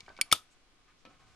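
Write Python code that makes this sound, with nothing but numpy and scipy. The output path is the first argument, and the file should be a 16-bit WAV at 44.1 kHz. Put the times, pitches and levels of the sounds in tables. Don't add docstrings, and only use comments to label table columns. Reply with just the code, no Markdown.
import sys
import numpy as np
from scipy import signal
from scipy.fft import rfft, irfft
from scipy.io import wavfile

SR = 44100
rng = np.random.default_rng(int(sys.argv[2]) if len(sys.argv) > 2 else 0)


def waveform_to_disk(signal):
    frames = np.transpose(np.atleast_2d(signal))
    scaled = np.clip(frames, -1, 1) * 32767
    samples = np.round(scaled).astype(np.int16)
    wavfile.write(sys.argv[1], SR, samples)


N = 59535


def undb(db):
    return 10 ** (np.asarray(db) / 20)


def clock():
    return np.arange(N) / SR


def pan(x, db):
    return x * undb(np.array([[db], [-db]]) / 2)


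def lowpass(x, hz):
    return signal.sosfilt(signal.butter(3, min(hz, .45 * SR), fs=SR, output="sos"), x)


def noise(spectrum, side=.5):
    # frequency_hz, gain_db
    stereo_width = [(50, -5.5), (250, -7.5), (600, -5.5), (2000, -3.5), (5000, 2), (12000, 2.5)]
    log_hz = np.log(np.maximum(np.fft.rfftfreq(N, 1 / SR), 1))

    def gain(points):
        hz, db = np.array(points).T
        return undb(np.interp(log_hz, np.log(hz), db))

    mid, difference = rfft(rng.standard_normal((2, N))) * gain(spectrum)
    difference = difference * side * gain(stereo_width)
    stereo = irfft(np.array([mid + difference, mid - difference]), N)
    return stereo / stereo.std()


def fade(start_s, attack_s, t60_s):
    age = np.maximum(clock() - start_s, 0)
    return (1 - np.exp(-age / attack_s)) * np.exp(-np.log(1000) * age / t60_s)


def ring(start_s, modes, attack_s, scatter=1):
    leads_rad = .42 * rng.choice([-1, 1], len(modes))
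    rad_per_hz = 2 * np.pi * (clock() - start_s)
    phases = scatter * rng.uniform(0, 2 * np.pi, len(modes))
    out = 0
    for (hz, db, t60_s), phase, lead in zip(modes, phases, leads_rad):
        wave = np.sin(hz * rad_per_hz + phase + np.array([[lead], [-lead]]))
        out = out + undb(db) * fade(start_s, attack_s, t60_s) * wave
    return out


def strike(start_s, modes, crack_spectrum, crack_db, crack_t60_s, attack_s):
    ringing = ring(start_s, modes, attack_s)
    crack = undb(crack_db) * noise(crack_spectrum) * fade(start_s, attack_s, crack_t60_s)
    return ringing + crack


def blows(events, modes, crack_spectrum, crack_t60_s, attack_s):
    out = 0
    for start_s, db, cutoff_hz, crack_db in events:
        blow = strike(start_s, modes, crack_spectrum, crack_db, crack_t60_s, attack_s)
        out = out + undb(db) * lowpass(blow, cutoff_hz)
    return out


def room(x, wet_db):
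    gap_s = .004
    reflections = noise([(100, .00048), (15000, .00086)], side=.42)
    low = lowpass(reflections, 13000)
    treble = reflections - low
    tail = low * fade(gap_s, .001, t60_s=.21) + treble * fade(gap_s, .0064, t60_s=.16) / 2
    tail /= np.sqrt(np.sum(tail ** 2) / 2)
    return x + undb(wet_db) * signal.fftconvolve(x, tail, axes=1)[:, :N]


def cavity(x):
    # pitch_hz, bandwidth_hz, gain_db
    air_modes = [(745, 31, 10), (1080, 49, 8.5), (1223, 28, 12), (1490, 40, 6.5), (2259, 90, 0.5)]
    return sum(undb(db) * signal.lfilter(*signal.iirpeak(hz, hz / bandwidth_hz, fs=SR), x)
               for hz, bandwidth_hz, db in air_modes)


def background():
    # frequency_hz, density_db
    air_spectrum = [(20, 3), (55, -8), (140, -14.5), (300, -11), (600, -18), (1600, -19.5), (3000, -19.5),
                    (5500, -26), (10500, -36.5), (13000, -49), (16000, -60.5)]
    rumble_spectrum = [(15, 0), (45, -3.5), (95, -5.5), (170, -8), (300, -24), (1000, -60)]
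    # time_s, level_db
    rumble_levels = [(0, -65.5), (.15, -68), (.45, -75), (0.599, -84), (1.0, -78.5), (1.1, -69),
                     (1.35, -66.5)]
    air = undb(-66) * noise(air_spectrum, side=1)
    rumble_db = np.interp(clock(), *np.array(rumble_levels).T)
    return air + undb(-8) * cavity(air) + undb(rumble_db) * noise(rumble_spectrum)


def skin_brushes():
    # start_s, length_s, level_db, centre_hz, width_octaves
    strokes = [(-.02, 0.6, -67, 2400, 1.6), (.25, 0.12, -68.5, 980, 1.0), (0.501, 0.051, -65, 8170, 0.33),
               (0.866, 0.071, -68, 1700, 0.81), (0.977, 0.058, -71.5, 5500, 0.44),
               (1.089, 0.095, -66, 1150, 1.43), (1.184, 0.092, -66, 1133, 1.82),
               (1.257, 0.18, -67, 1700, 2.05)]
    attack_s, hz = .019, np.geomspace(20, SR / 2, 40)
    friction = 0
    for start_s, length_s, db, centre_hz, octaves in strokes:
        age = clock() - start_s
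        envelope = np.clip(age / attack_s, 0, 1) * np.sqrt(np.clip(1 - age / length_s, 0, 1))
        band_db = -20 * np.log10(1 + (np.log2(hz / centre_hz) / octaves) ** 2)
        friction = friction + undb(db) * envelope * noise(list(zip(hz, band_db)), side=.33)
    return lowpass(friction + cavity(friction), 7700)


def tab_ticks():
    # start_s, level_db, cutoff_hz, crack_db
    ticks = [(.0053, -45.5, 5150, 10), (.0625, -52, 3800, 2.5), (.091, -54.5, 4520, 7),
             (.166, -51, 4230, 4), (.176, -49, 4600, 2.5), (.2126, -19, 14000, 2), (.3131, -35.5, 3495, 0),
             (.3156, -20.5, 5210, -4)]
    # pitch_hz, level_db, t60_s
    tab_modes = [(2280, 1, .035), (3120, -10, .03), (3400, -11, .02), (4500, -11, .062), (5400, -5, .022),
                 (6500, -12, .02), (6880, -4, .018), (8500, -10, .028), (8710, -11, .036),
                 (9620, -12, .032), (9860, -8, .026), (10680, -8, .025)]
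    # frequency_hz, density_db
    tab_crack = [(60, -38), (330, -8), (1400, -17), (2300, -6.5), (3000, -4.5), (4500, 0), (7500, -8),
                 (10500, -2.5), (13300, -11), (16000, -29.5)]
    ticking = blows(ticks, tab_modes, tab_crack, crack_t60_s=.018, attack_s=.00012)
    return room(pan(ticking, db=-.14), wet_db=-28)


def wall_crinkles():
    # start_s, level_db, cutoff_hz, crack_db
    crinkles = [(.0805, -44.5, 2100, -0.5), (.0992, -44.5, 1900, -1), (.189, -48, 3000, 3.5),
                (.1965, -50, 1500, 0.5)]
    # pitch_hz, level_db, t60_s
    wall_modes = [(660, -8, .05), (800, -6, .055), (1150, -8, .035), (1520, -6, .14), (1620, -8, .04)]
    # frequency_hz, density_db
    wall_crack = [(80, -24), (350, -6.5), (700, 2), (1300, -1), (2500, -10.5), (6000, -17.5), (15000, -30)]
    return blows(crinkles, wall_modes, wall_crack, crack_t60_s=.032, attack_s=.0003)


def hand_knocks():
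    # start_s, level_db, cutoff_hz, crack_db
    knocks = [(.1888, -48.5, 2500, 4.5), (1.0515, -50, 5650, 5), (1.0625, -54.5, 4200, 3),
              (1.073, -50, 810, -1), (1.108, -61.5, 1992, 4)]
    # pitch_hz, level_db, t60_s
    can_modes = [(222, -7.5, .09), (285, -7.5, 0.17), (543, -3, 0.065), (714.4, -11.5, .08),
                 (1314, -7, 0.094), (2463, 0.5, 0.02)]
    # frequency_hz, density_db
    knock_crack = [(50, -11.5), (500, -6.5), (1500, -6.5), (2800, -2.5), (5500, -12), (7000, -18.5),
                   (15000, -9)]
    return blows(knocks, can_modes, knock_crack, crack_t60_s=.04, attack_s=.00012)


def rivet_snap():
    # pitch_hz, level_db, t60_s
    lid_modes = [(2425, -16, .04), (2855, -18, .045), (3000, -13, .035), (3185, -10, .026),
                 (3470, -1, .016), (3665, -4, .028), (4500, -16, .04), (5125, -10, .035), (5430, -13, .036),
                 (6418, -20, .04), (8550, -9, .036), (9775, -8, .027), (9880, -10, .022), (11772, -18, .04),
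                 (13145, -24, .04)]
    spring_modes = [(1268, -5, 0.04), (1305, -2.5, .034)]
    # frequency_hz, density_db
    rasp_spectrum = [(100, -20.5), (1200, -16.5), (2200, 1.5), (5200, 0.5), (7500, -4), (10500, -3.5),
                     (13000, -9), (16000, -19.5)]
    tear_crack = [(30, -36), (200, -23.5), (500, -6.5), (900, -4), (1750, -10.5), (3200, 6), (4500, 0),
                  (7000, -2.5), (10000, -5), (13000, -7.5), (14000, -24), (16000, -40)]
    shiver_spectrum = [(40, -6), (150, 0.5), (450, -2), (800, -2), (1300, -1.5), (1800, -7.5), (3300, 4),
                       (5500, -3.5), (8000, -7.5), (10000, -6.5), (13300, -10), (14000, -39.5)]
    snap_s, attack_s = .325, .00025
    push_s, push_width_s = .3258, .00025
    rasp = undb(-30.5) * noise(rasp_spectrum) * fade(.3157, attack_s, t60_s=.066)
    tear = strike(snap_s, lid_modes, tear_crack, crack_db=.5, crack_t60_s=.025, attack_s=attack_s)
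    rivet = pan(rasp + undb(-11.5) * tear, db=1.5)
    push = undb(-17) * np.exp(-((clock() - push_s) / push_width_s) ** 2)
    spring = undb(-11.5) * ring(.3272, spring_modes, attack_s=.00099, scatter=0)
    lid = pan(push + spring, db=4)
    shiver = undb(-29.5) * noise(shiver_spectrum, side=.62) * fade(snap_s, attack_s=.009, t60_s=.14)
    return room(rivet + lid + shiver, wet_db=-25.5)


def scene():
    metal = tab_ticks() + rivet_snap()
    wall, knocks = wall_crinkles(), hand_knocks()
    handling = room(wall, wet_db=-8.5) + room(knocks, wet_db=-9.5)
    return pan(metal + handling + skin_brushes() + background(), db=.26)


def record(dry):
    ceiling, top_hz = .9, 16400
    rounded = dry / (1 + (dry / ceiling) ** 4) ** .25
    return signal.sosfilt(signal.ellip(8, .2, 70, top_hz, fs=SR, output="sos"), rounded)


dry = scene()
out = record(dry)
waveform_to_disk(out)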